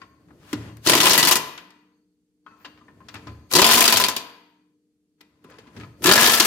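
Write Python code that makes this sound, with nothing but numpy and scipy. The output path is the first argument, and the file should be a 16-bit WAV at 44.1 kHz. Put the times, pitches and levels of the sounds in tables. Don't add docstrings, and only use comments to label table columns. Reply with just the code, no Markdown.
import sys
import numpy as np
from scipy import signal
from scipy.fft import rfft, irfft, next_fast_len
from scipy.io import wavfile
from scipy.ndimage import uniform_filter1d

SR = 44100
rng = np.random.default_rng(int(sys.argv[2]) if len(sys.argv) > 2 else 0)


def attenuation_scalar(level_db):
    decades = np.asarray(level_db, float) / 20
    return 10 ** decades


def waveform_to_disk(signal):
    frames = np.transpose(np.atleast_2d(signal))
    scaled = np.clip(frames, -1, 1) * 32767
    samples = np.round(scaled).astype(np.int16)
    wavfile.write(sys.argv[1], SR, samples)


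N = 284886

# (time [s], peak level [dB], extra ring of the wheel [dB])
FIRST_NUT_BLOWS = [(0.8636, -3.5, -3), (0.8703, -1, -6), (0.886, -2.5, -5.5), (0.8955, -3, 0.5),
                   (0.9187, -2.5, -1), (0.9334, -1, 5.5), (0.9511, -3.5, -1.5), (0.9754, -6, 1.5),
                   (1.002, 0, -1.5), (1.0298, -12, 2.5), (1.056, -7, 4), (1.0669, -3.5, 5.5),
                   (1.095, -3, -7.5), (1.106, -3, -2), (1.1311, -6, 6.5), (1.1494, -17.5, 1.5),
                   (1.1769, 1, -1.5), (1.185, -11, 1), (1.2281, 2, 0), (1.2504, -9, -1), (1.2718, -0.5, -3),
                   (1.2842, -11.5, 3.5), (1.3105, 2, -3), (1.322, -13, -7), (1.3553, -2, -2)]
SECOND_NUT_BLOWS = [(3.5139, -14, 1), (3.524, -17, -1.5), (3.5359, 1, -10.5), (3.5517, 3, -6),
                    (3.5629, -8, -2), (3.5854, 1, 1.5), (3.617, 1.5, 2), (3.6428, 2, 2),
                    (3.6644, -10, -2.5), (3.689, -6, 3.5), (3.7112, -5, -3.5), (3.7322, -4.5, -2.5),
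                    (3.773, -4, -1), (3.7891, -12, -1), (3.8056, -1.5, 1.5), (3.8404, -2, -1),
                    (3.8528, -8, -3), (3.878, 2, -1.5), (3.8971, -10.5, 4.5), (3.924, 0, -0.5),
                    (3.937, -17, -2), (3.9592, -8, -2), (3.9702, -3.5, -3.5), (3.9991, -4.5, 2),
                    (4.0387, 0.5, -3), (4.084, -5, 0), (4.1643, -6, -7.5)]
THIRD_NUT_BLOWS = [(6.021, -33.5, 10), (6.0284, -30, -3), (6.0417, -5.5, 0), (6.0583, -2.5, 2.5),
                   (6.0689, -2, -0.5), (6.0907, 0.5, 1), (6.1126, -1, 8), (6.1352, -3, -1),
                   (6.1557, -4, 6.5), (6.1768, -8, 9), (6.2029, -11.5, 3.5), (6.221, -10.5, 8),
                   (6.2417, -7, 1), (6.2603, -10, 0), (6.2722, -5.5, 1), (6.2954, -9, 2.5),
                   (6.318, -9.5, -4), (6.3345, -7, -3), (6.3717, -17.5, 3), (6.3988, -1, 1),
                   (6.4243, -18.5, 0.5), (6.4487, -5, -1)]
# (time [s], peak level [dB], weight [dB], hardness [dB])
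KNOCKS = [(.016, -31, -19, -15), (0.284, -49.5, 4, -25), (.305, -41.5, 2.5, -45), (.529, -21.5, 3.5, -2),
          (0.77, -56, -5.5, -1.5), (1.577, -30, -25, 3), (1.704, -43.5, -15, 0), (2.464, -34, -24, -23.5),
          (2.508, -43, -13, -35), (2.599, -50.5, -11, -30), (2.648, -32, -8, -2.5), (2.653, -34, -12, -6),
          (2.775, -46, -5, -8), (2.811, -49, -10, -25.5), (2.882, -37, -4, -30), (3.004, -42, -9, -35),
          (3.085, -32.5, -21, 1.5), (3.141, -29, -9, -4), (3.154, -30, -14, -5), (3.27, -30.5, -1, -6),
          (3.277, -41, -2.5, -18), (5.207, -43.5, -5, 2), (5.442, -44, 11.5, -18.5),
          (5.498, -48, -7, -12.5), (5.51, -46, -9, -3), (5.52, -44, -9, -16), (5.54, -45, -9, -10),
          (5.585, -40.5, -4, 2), (5.669, -42.5, 2, -11), (5.764, -37, -1.5, -3), (5.799, -36, -12, -4),
          (5.81, -39, -12, -2), (5.833, -31, -21, -18.5)]
# (time [s], push level [dB], slide level [dB])
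HANDLING = [
    [(0, -56, -64), (.132, -60, -82), (.37, -51.5, -80), (.43, -55, -65), (.525, -54, -60), (.57, -40, -57),
     (.686, -44, -55.5), (.734, -50.5, -68.5), (.84, -54, -85)],
    [(2.44, -84, -92), (2.49, -67.5, -76), (2.656, -62.5, -67), (2.732, -63, -74), (2.954, -54, -79),
     (3.128, -53.5, -66), (3.15, -50, -63.5), (3.284, -48, -64), (3.48, -57, -80)],
    [(5.18, -83, -88), (5.206, -73, -81), (5.43, -64, -80), (5.45, -57.5, -70.5), (5.51, -60, -65),
     (5.724, -54, -68.5), (5.77, -40, -60), (5.96, -56, -78), (6.03, -37.5, -79)],
]
# (frequency [Hz], level [dB])
HUM_LINES = [(182, -10), (301, -0.5), (418, -18), (452, -16), (473, -15.5)]
# (frequency [Hz], level [dB per Hz])
AIR_COLOUR = [(24, -57), (40, -29.5), (118, -28.5), (177, -10), (245, -12), (305, -9), (330, -22),
              (520, -29), (900, -43), (1170, -80.5), (1980, -120)]
# (frequency [Hz], level [dB per Hz])
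RATTLE_COLOUR = [(24, -56), (45, -58), (110, -33), (382, -11.5), (570, -13.5), (852, -11), (1020, -7),
                 (1180, -13), (1300, -9.5), (2100, -9.5), (3140, -7.5), (4700, -8), (8770, -15),
                 (11300, -11), (16000, -18)]
# (frequency [Hz], level [dB per Hz])
SCRAPE_COLOUR = [(400, -7.5), (1000, 6), (1800, 4), (3000, -3), (7000, -13), (15000, -38)]
# (frequency [Hz], level [dB per Hz])
RUMBLE_COLOUR = [(40, -18), (70, 2.5), (115, 1), (250, -4), (500, -10.5), (900, -42)]
# (frequency [Hz], t60 [s], level at first, second and third nut [dB])
WHEEL_MODES = [(332, .03, 1.5, -4, -4), (471, 1, -29, -29, -28), (676, 0.4, -17, -13.5, -20),
               (931, 0.44, -16, -14, -15.5), (1015, 0.13, -2, 1.5, -6), (1031, 0.063, -9, -10, -17),
               (1077, 0.39, -15.5, -13.5, -18), (1258, 0.073, -9.5, -4.5, -7), (1338.5, 0.1, -8.5, -7, -.5),
               (1423, 0.067, -12.5, -9.5, -5.5), (1671, 0.09, -9, -8, -.5), (1756, 0.11, -12, -12, -1),
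               (1958, 0.12, -4.5, -9, -8.5), (2442, 0.18, -11.5, -8, -7.5), (2640, .16, -12.5, -8.5, -10.5),
               (2810, .12, -6.5, -10, -11), (3090, 0.1, -7, -9, -6), (3250, .09, -14, -14.5, -13),
               (3850, 0.081, -11, -15, -14), (4710, 0.12, -14, -14.5, -17), (5270, 0.1, -9.5, -11.5, -12),
               (6500, 0.24, -24, -23.5, -24), (8485, 0.36, -28, -30.5, -28.5),
               (10650, 0.035, -7.5, -8, -10.5)]
# (frequency [Hz], t60 [s])
BLOW_T60 = [(60, 0.19), (300, 0.21), (1500, 0.115), (5000, 0.125), (15000, 0.08)]
# (frequency [Hz], t60 [s])
GARAGE_T60 = [(60, 0.88), (300, 0.72), (1000, 0.76), (2000, 0.77), (5000, 0.57), (9000, 0.29),
              (13000, 0.52)]
# (frequency [Hz], left-right likeness [0 to 1])
LIKENESS = [(60, 0.95), (250, 0.99), (600, 0.74), (1200, .45), (2500, 0.012), (8000, 0.014)]
# (frequency [Hz], left minus right [dB])
LEFT_LEAN = [(60, -1), (150, 2.5), (380, -0.5), (950, 6.5), (2380, 2.5), (5980, 5.5), (15000, 3)]
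# (frequency [Hz], level [dB per Hz])
RUSTLE_COLOUR = [(5000, -30), (9000, -10), (14000, 0.5)]
NEXT_NUT_S = [
    2.3,
    5.95,
]
# (time [s], level reached [dB], time per 60 dB of rise [s])
SWELLS = [
    (.525, -50, 0.3),
    (.864, -22, 0.06),
    (3.513, -34, 0.035),
    (6.042, -23, 0.025),
]
# (time [s], level [dB])
TICKS = [
    (0.53, -36),
    (.769, -53.5),
    (1.577, -58),
    (1.705, -64),
    (3.086, -59),
    (3.143, -47.5),
    (5.21, -58),
    (5.441, -63),
    (5.5, -64),
    (5.586, -60),
]
# (time [s], length [s], level [dB])
SQUEAKS = [
    (2.57, 0.111, -68),
    (3.098, 0.072, -69.5),
]
# (squeezed [s], let go [s], motor level [dB], gear rattle level [dB], rattle fade [dB per s])
PULLS = [
    (0.853, 1.33, -31.5, -17, 58),
    (3.523, 4.05, -27.5, -16, 64.5),
    (6.029, 6.5, -26, -16, 41),
]
# (time [s], from speed [Hz], towards speed [Hz], sag under load [Hz per s])
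SPINS = [
    (.85, 140.6, 180, 10),
    (0.946, 119.6, 210, 29.1),
    (1.199, 150.4, 195, 10),
    (3.55, 128, 305.4, 225),
    (6.045, 121.6, 292, 173),
]
# (time [s], peak level [dB])
BOUNCES = [(0.9377, -8.5), (.968, -10), (1.0052, -6), (1.0125, -7.5), (1.139, -9), (1.154, -8.5),
           (1.1975, -8), (1.2067, -14), (1.2782, -5), (1.29, -9.5), (1.3164, -5), (1.325, -7), (1.331, -14),
           (1.367, -14), (3.5649, -5), (3.5779, -11), (3.5925, -6), (3.6046, -6.5), (3.6474, -2),
           (3.674, -8.5), (3.7165, -5), (3.7423, -9.5), (3.7522, -5), (3.759, -8.5), (3.78, -8),
           (3.8227, -4.5), (3.8549, -4.5), (3.905, -16.5), (3.9283, -6), (3.974, -10.5), (4.0076, -12.5),
           (4.0137, -8.5), (4.0628, -14.5), (6.121, -2), (6.1631, -8), (6.192, -12), (6.1986, -11),
           (6.231, -8.5), (6.342, -7), (6.401, -14), (6.4552, -13.5)]
# (time [s], frequency [Hz], level [dB], t60 [s])
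KNOCK_RINGS = [(.017, 1077, -43.5, 0.16), (0.018, 1330, -57, 0.098), (.017, 4770, -50.5, .06),
               (0.5309, 300.8, -13, 0.059), (.545, 112.2, -32, 0.99), (0.544, 245, -38.5, .3),
               (2.464, 1270, -37, 0.051), (2.464, 1077, -45, 0.23), (2.465, 1479, -52, .2),
               (2.464, 2591, -63, 0.4), (2.464, 3183, -54, 0.06), (2.508, 1323, -49, .2),
               (2.464, 420, -53, .12), (2.647, 400, -48, .1), (2.647, 1030, -46.5, 0.15),
               (2.646, 1077, -46.5, 0.2), (2.646, 1670, -49, 0.22), (2.647, 2800, -40, 0.096),
               (2.648, 3090, -46, 0.091), (2.647, 4750, -38, 0.055), (2.81, 1198, -50.5, 0.087),
               (2.882, 1800, -49, 0.1), (3.004, 1050, -48.5, 0.16), (3.146, 301, -36, .06),
               (3.15, 104.7, -30.5, .09), (3.148, 2826, -47, .06), (3.266, 301.7, -33.5, .06),
               (3.269, 109.2, -33.5, 0.35), (3.27, 77.4, -34.5, 0.37), (3.27, 1023, -41.5, .12),
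               (5.21, 1960, -60, 0.21), (5.209, 5030, -56, 0.03), (5.21, 402.1, -48, 0.043),
               (5.444, 400, -41, .05), (5.455, 1017, -55, .3), (5.81, 1800, -55, .2), (5.8, 115, -39, .3),
               (5.485, 502, -44.5, 0.076), (5.508, 498.7, -40.5, 0.051), (5.588, 448, -37, 0.044),
               (5.761, 220, -37, .08), (5.762, 110, -40.5, .3), (5.87, 115, -41, 0.27),
               (5.66, 1017, -56, .4), (5.797, 304, -39, .06), (5.834, 1268, -45, 0.09),
               (5.801, 1720, -59, 0.16)]
# (frequency [Hz], width [Hz], level [dB])
AIR_BANDS = [(4470, 400, -14), (6400, 430, -20), (8300, 150, -25), (13000, 2500, -22)]
# (time [s], frequency [Hz], level [dB], t60 [s])
SINGING_BLOWS = [(1.152, 1017, -17, .1), (1.29, 1017, -20, .1), (3.775, 1017, -17, .15),
                 (3.94, 112, -33, .5), (3.545, 100, -27, .12), (3.8, 676, -24.5, .3), (3.925, 992, -19, .1),
                 (.934, 1077, -19, .15), (.95, 260, -18, .1), (.95, 390, -20, .12), (1.064, 1019, -13, .09),
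                 (1.028, 1017, -17, .12), (1.177, 1958, -21, .15), (3.553, 450, -21, .08),
                 (3.594, 1017, -12, .11), (3.643, 1017, -17, .15), (3.643, 931, -21, .2),
                 (3.69, 1016, -16, .1), (6.21, 1017, -20, .15), (6.272, 480, -22, .08),
                 (6.225, 1330, -19, .1)]
# (time [s], level [dB])
THUMPS = [(.871, -12), (.909, -9), (.954, -8), (.991, -14), (1.039, -14), (1.075, -16), (3.551, -11),
          (3.568, -10), (3.609, -15), (6.007, -33), (6.031, -27), (6.052, -5.5), (6.063, -14), (6.078, -12),
          (6.101, -14), (6.279, -15), (6.402, -10)]
# (time [s], frequency [Hz], level [dB])
CLANGS = [(.893, 4950, -14), (.932, 2985, -18), (1.004, 2980, -14), (1.03, 5200, -17), (1.067, 2505, -17),
          (1.132, 2830, -17), (1.184, 4560, -14), (1.196, 2916, -18), (1.231, 2975, -16),
          (1.277, 4660, -16), (3.506, 2350, -38), (3.551, 2700, -16), (3.563, 4900, -12),
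          (3.584, 3050, -15), (3.622, 2400, -17), (3.645, 4720, -12), (3.665, 5040, -14),
          (3.751, 3050, -16), (3.817, 2470, -15), (3.854, 4940, -14), (3.877, 4580, -12),
          (3.959, 3150, -17), (4.039, 4570, -15), (4.164, 4700, -24), (6.04, 2650, -19), (6.059, 1715, -16),
          (6.115, 1700, -14), (6.137, 3090, -17), (6.165, 1695, -16), (6.191, 1690, -14),
          (6.273, 2390, -17), (6.399, 3095, -14), (6.399, 3800, -16)]

EDGES_HZ = 40 * 2 ** np.arange(0, 8.8, .5)
SIDES = np.array([[1], [-1]])

LOOSE_BOOM_DB, SNUG_BOOM_DB, LOOSE_EDGE_DB, SNUG_S = 11, -2.5, -0.6, 0.11
LIGHT_EDGE, BLOW_SCATTER_DB = 0.34, 2.5
CRACK_T60_S, CRACK_DB, BOUNCE_T60_S, BOUNCE_DB = 0.021, -1.5, .04, -2
KNOCK_EDGE_DB, EDGE_FOLLOWS, KNOCK_T60_SHARE = -31.5, .55, 0.67
TICK_T60_S, EDGE_CUT_HZ = 0.033, 2500
RUSTLE_DB, RUSTLE_FOLLOWS = -89, .9
STRIKE_SCATTER_DB = 2
RING_ROUGH_DB, THUMP_HZ, THUMP_T60_S, CLANG_T60_S = 5.5, 335, .045, .065
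IN_STEP_BELOW_HZ = 2100
GEARS_BITE_S, GEARS_RISE_DB_PER_S = .185, 400
HOUSING_HZ, HOUSING_OCTAVES, HOUSING_DB, SECOND_ORDER_DB = 353, .3, 12.5, -4
SPIN_UP_S, MOTOR_RISE_S, MOTOR_STOP_S = .092, 0.044, .06
MOTOR_TIRES_DB_PER_S, WHIRR_DB = 28, 11
SQUEAK_HZ, SQUEAK_WIDTH_HZ = 14200, 1100
GATE_OPEN_DB, GATE_SHUT_DB, GATE_KNEE_DB, GATE_SLOPE, GATE_SINK_DB_PER_S = -56.5, -68, -41, 0.41, 18
HISS_DB, DEEP_AIR_DB, AIR_BANDS_SINK = -81.5, -82.5, 1.6
TOP_HZ = 15980


def contacts():
    blow_s, blow_db, body = np.transpose(FIRST_NUT_BLOWS + SECOND_NUT_BLOWS + THIRD_NUT_BLOWS)
    pulled = np.array(PULLS)[np.searchsorted(NEXT_NUT_S, blow_s), 0]
    loose = np.exp(-(blow_s - pulled) / SNUG_S)
    chance = BLOW_SCATTER_DB * rng.standard_normal((len(blow_s), 2))
    boom = SNUG_BOOM_DB + LOOSE_BOOM_DB * loose + chance[:, 0]
    edge = LOOSE_EDGE_DB * loose - LIGHT_EDGE * (blow_db - np.mean(blow_db)) + chance[:, 1]
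    knock_s, knock_db, thud, bright = np.transpose(KNOCKS)
    knock_edge = KNOCK_EDGE_DB + EDGE_FOLLOWS * bright

    ticks = dying(clicks(*np.transpose(TICKS)), TICK_T60_S)
    bounces = attenuation_scalar(BOUNCE_DB) * dying(clicks(*np.transpose(BOUNCES)), BOUNCE_T60_S)
    spin_up = sum(dying(clicks([N / SR - s], [db]), rise_s)[::-1] for s, db, rise_s in SWELLS)
    _, whirr_db, gears_db = motor_state()
    whirr = attenuation_scalar(whirr_db) * attenuation_scalar(WHIRR_DB)
    gears = attenuation_scalar(gears_db)
    slide_db = in_time(HANDLING, 2, -200)
    scrape, rumble = attenuation_scalar(slide_db), attenuation_scalar(in_time(HANDLING, 1, -200))
    rustle = attenuation_scalar(RUSTLE_DB + RUSTLE_FOLLOWS * (slide_db + 64.5))

    chatter = attenuation_scalar(2.4 * drift(900) + 0.46 * drift(120))
    hush = dying(clicks(N / SR - blow_s + 0.00038, blow_db - np.max(blow_db)), 0.026)[::-1]
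    chatter = chatter * attenuation_scalar(-9.0 * np.minimum(hush, 1))
    patches = attenuation_scalar(2.3 * drift(90))

    def blow_at(hz):
        shares = [0.33 * boom, boom, body, 0 * boom, edge - .2]
        return blow_db + share_at(hz, [130, 350, 1400, 4000, 11000], shares) - 11.0 * octaves_below(200, hz)

    def knock_at(hz):
        shares = [thud + 6, 0.3 * thud - 12, 0 * thud, bright - 4, knock_edge - 5.5]
        return knock_db + share_at(hz, [300, 650, 1400, 4500, 11000], shares) - 33.0 * octaves_below(200, hz)

    def envelope(hz):
        t60, colour = at_hz(BLOW_T60, hz), at_hz(RATTLE_COLOUR, hz)
        blows = clicks(blow_s, blow_at(hz) + colour - 5.5 + 2.0 * rng.standard_normal(len(blow_s)))
        sharp = attenuation_scalar(-8.0 * octaves_below(EDGE_CUT_HZ, hz))
        cracks = attenuation_scalar(CRACK_DB) * dying(blows, CRACK_T60_S)
        hits = dying(blows, t60) + sharp * (cracks + bounces * attenuation_scalar(colour))
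        hits = hits + dying(clicks(knock_s, knock_at(hz) - 1.5), KNOCK_T60_SHARE * t60)
        hits = hits + ticks * attenuation_scalar(3.5 - 8.3 * octaves_below(EDGE_CUT_HZ, hz))
        steady = gears * attenuation_scalar(colour + 6.5 - 9.0 * octaves_below(250, hz))
        steady = steady + scrape * attenuation_scalar(at_hz(SCRAPE_COLOUR, hz) + 7)
        steady = steady + rustle * attenuation_scalar(at_hz(RUSTLE_COLOUR, hz) - 2.5)
        touching = (hits + steady) * chatter * np.roll(patches, rng.integers(N))
        smooth = (spin_up * attenuation_scalar(7.5) + whirr * sharp) * attenuation_scalar(colour)
        return touching + smooth + rumble * attenuation_scalar(at_hz(RUMBLE_COLOUR, hz) + 16.0)

    def strikes(hz):
        blow_scatter = STRIKE_SCATTER_DB * rng.standard_normal(len(blow_s))
        knock_scatter = STRIKE_SCATTER_DB * rng.standard_normal(len(knock_s))
        blows = clicks(blow_s, blow_at(hz) - 44.5 + blow_scatter)
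        return blows + clicks(knock_s, knock_at(hz) - 36 - 3.0 * octaves_below(hz, 2000) + knock_scatter)

    shaking = gears * attenuation_scalar(-40.5) + scrape * attenuation_scalar(-30.5)
    return through_bands(envelope) + wheel(strikes, shaking)


def wheel(strikes, shaking):
    out, white = np.zeros((2, N)), rng.standard_normal(N)
    uneven = attenuation_scalar(3.0 * drift(25))
    nut = np.searchsorted(NEXT_NUT_S, np.arange(N) / SR)
    for hz, t60, *levels_db in WHEEL_MODES:
        r, w = attenuation_scalar(-60 / (t60 * SR)), 2 * np.pi * hz / SR
        hits = strikes(hz)
        rattle = (dying(hits, 0.055) + shaking * np.roll(uneven, rng.integers(N))) * white
        drive = (attenuation_scalar(15.0) * hits + rattle) * attenuation_scalar(levels_db)[nut]
        tone = signal.lfilter([0, np.sin(w)], [1, -2 * r * np.cos(w), r * r], drive)
        in_step = hz < IN_STEP_BELOW_HZ or rng.random() < .5
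        out += tone * left_lean(hz) * [[1], [1 if in_step else -1]]
    return signal.sosfilt(signal.butter(1, 75, "high", fs=SR, output="sos"), out)


def rings():
    out, rough = np.zeros((2, N)), RING_ROUGH_DB * np.minimum(drift(160), .6)
    thumps = [(s, THUMP_HZ, db, THUMP_T60_S) for s, db in THUMPS]
    clangs = [(s, hz, db, CLANG_T60_S) for s, hz, db in CLANGS]
    for s, hz, db, t60 in KNOCK_RINGS + SINGING_BLOWS + thumps + clangs:
        start = int(s * SR)
        t = np.arange(min(int(1.2 * t60 * SR), N - start)) / SR
        flutter = np.resize(rough[rng.integers(N // 2):], len(t)) * min(hz / 1000, 1)
        onset = np.minimum(t * hz / 1.3, 1)
        tone = attenuation_scalar(db - 60 * t / t60 + flutter) * np.sin(2 * np.pi * hz * t) * onset
        out[:, start:start + len(t)] += tone * left_lean(hz)
    return out


def motor():
    wobble, throb = .012 * drift(40), attenuation_scalar(2 * drift(30))
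    speed, level_db, _ = motor_state()
    turn = 2 * np.pi * np.cumsum(speed * (1 + wobble)) / SR
    boom_db = HOUSING_DB * np.exp(-(np.log2(2 * speed / HOUSING_HZ) / HOUSING_OCTAVES) ** 2)
    first = attenuation_scalar(level_db + 3.0)
    second = attenuation_scalar(level_db + SECOND_ORDER_DB + boom_db + 4.0 * drift(35))
    other_orders = np.sin(turn) + attenuation_scalar(-1) * np.sin(3 * turn) + attenuation_scalar(-7.5) * np.sin(4 * turn)
    tone = first * other_orders + second * np.sin(2 * turn)
    return uniform_filter1d(tone * throb, size=9)


def motor_state():
    t = np.arange(N) / SR
    speed, level, gears = np.full(N, 150.), np.full(N, -200.), np.full(N, -200.)
    for s, from_hz, towards_hz, sag in SPINS:
        since = np.clip(t - s, 0, .7)
        spun = towards_hz - (towards_hz - from_hz) * np.exp(-since / SPIN_UP_S) - sag * since
        speed = np.where(t > s - .03, spun, speed)
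    for s, end, db, gear_db, fade in PULLS:
        stopping = 30 * np.maximum(t - end, 0) / MOTOR_STOP_S
        rising = 30 * (t - s - MOTOR_RISE_S) / MOTOR_RISE_S
        held = np.minimum(rising, -MOTOR_TIRES_DB_PER_S * (t - s)) - stopping
        level = np.maximum(level, db + held)
        bitten = t - s - GEARS_BITE_S
        rattling = np.minimum(GEARS_RISE_DB_PER_S * bitten, -fade * bitten) - stopping
        gears = np.maximum(gears, gear_db + rattling)
    return speed, level, gears


def squeaks():
    t = np.arange(N) / SR
    edges = [SQUEAK_HZ - SQUEAK_WIDTH_HZ / 2, SQUEAK_HZ + SQUEAK_WIDTH_HZ / 2]
    shape = sum(attenuation_scalar(db + 14) * np.sin(np.pi * np.clip((t - s) / length, 0, 1)) for s, length, db in SQUEAKS)
    sos = signal.butter(2, edges, "band", fs=SR, output="sos")
    return signal.sosfilt(sos, rng.standard_normal((2, N))) * shape


def garage(x):
    t = np.arange(30000) / SR
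    tail = through_bands(lambda hz: attenuation_scalar(-60 * t / at_hz(GARAGE_T60, hz)) * (t > .012), size=len(t))
    size = next_fast_len(N + len(t))
    return irfft(rfft(x.mean(axis=0), size) * rfft(tail, size), size)[:, :N]


def hum(gate):
    t = np.arange(N) / SR
    lines = 0
    for hz, db in HUM_LINES:
        swell, slip = 1.2 * drift(10), .15 * drift(8)
        lines = lines + attenuation_scalar(db + swell) * np.sin(2 * np.pi * hz * t + slip)
    air = through_bands(lambda hz: attenuation_scalar(at_hz(AIR_COLOUR, hz) + 21.0), count=10)
    thin = sum(attenuation_scalar(db + 2.7 * drift(16)) * band(hz, width_hz) for hz, width_hz, db in AIR_BANDS)
    air = air + (gate / attenuation_scalar(GATE_OPEN_DB)) ** AIR_BANDS_SINK * thin
    hiss = attenuation_scalar(HISS_DB - 4) * band(5600, 9600) + attenuation_scalar(DEEP_AIR_DB) * band(60, 90)
    return gate * (lines * attenuation_scalar(.6 * SIDES) + air) + hiss


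def gate_gain(sound):
    power = uniform_filter1d(np.mean(sound ** 2, axis=0), size=2000)
    level = 10 * np.log10(np.maximum(power, 1e-12))
    sink = GATE_SINK_DB_PER_S * np.arange(N) / SR
    wanted = GATE_OPEN_DB + GATE_SLOPE * np.minimum(level - GATE_KNEE_DB, 0)
    held = np.maximum.accumulate(wanted + sink) - sink
    return attenuation_scalar(uniform_filter1d(np.maximum(held, GATE_SHUT_DB), size=2000))


def through_bands(envelope, size=N, count=17):
    out, white = 0, rng.standard_normal((2, 2, size))
    for k, (low, high) in enumerate(zip(EDGES_HZ[:count], EDGES_HZ[1:])):
        hz = np.sqrt(low * high)
        sos = signal.butter(2, [low, high], "band", fs=SR, output="sos")
        sos = np.vstack([sos, signal.butter(2, low / 2, "high", fs=SR, output="sos")])
        mid, side = signal.sosfilt(sos, white[k % 2] * envelope(hz))
        alike = np.clip(at_hz(LIKENESS, hz), 0, 1)
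        pair = np.sqrt(1 + alike) * mid + np.sqrt(1 - alike) * side * SIDES
        out = out + pair * left_lean(hz)
    return out


def band(hz, width_hz):
    sos = signal.butter(2, [hz - width_hz / 2, hz + width_hz / 2], "band", fs=SR, output="sos")
    return signal.sosfilt(sos, rng.standard_normal((2, N))) * np.sqrt(SR / 2 / width_hz)


def clicks(times, db):
    out = np.full(N, 1e-18)
    np.add.at(out, (np.asarray(times) * SR).astype(int), attenuation_scalar(db))
    return out


def dying(train, t60):
    return signal.lfilter([1], [1, -attenuation_scalar(-60 / (t60 * SR))], train)


def drift(rate):
    step = max(int(SR / rate / 2), 1)
    return np.interp(np.arange(N) / step, np.arange(N // step + 2), rng.standard_normal(N // step + 2))


def at_hz(points, hz):
    table_hz, values = np.transpose(points)
    return np.interp(np.log(hz), np.log(table_hz), values)


def share_at(hz, centres_hz, shares):
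    return np.array([np.interp(np.log(hz), np.log(centres_hz), row) for row in np.transpose(shares)])


def octaves_below(corner_hz, hz):
    return max(np.log2(corner_hz / hz), 0)


def left_lean(hz):
    return attenuation_scalar(at_hz(LEFT_LEAN, hz) / 2 * SIDES)


def in_time(tables, column, outside):
    out = np.full(N, outside, float)
    for rows in tables:
        rows = np.array(rows)
        at = np.arange(int(rows[0, 0] * SR), min(N, int(rows[-1, 0] * SR)))
        out[at] = np.interp(at / SR, rows[:, 0], rows[:, column])
    return out


def scene():
    near = contacts() + motor() * attenuation_scalar(.5 * SIDES) + squeaks() + rings()
    room = near + attenuation_scalar(-45.5) * garage(near)
    left, right = room + hum(gate_gain(room))
    return np.array([left, np.pad(right, (3, 0))[:N]])


def band_limit(x):
    return signal.sosfilt(signal.butter(12, 16440, fs=SR, output="sos"), x)


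def record(dry):
    rounded = 1.086 * np.tanh(dry / 1.113)
    lean = signal.sosfilt(signal.butter(2, 62, "high", fs=SR, output="sos"), rounded)
    mix = signal.sosfilt(signal.ellip(8, .5, 50, TOP_HZ, fs=SR, output="sos"), lean)
    return band_limit(mix)


dry = scene()
out = record(dry)
waveform_to_disk(out)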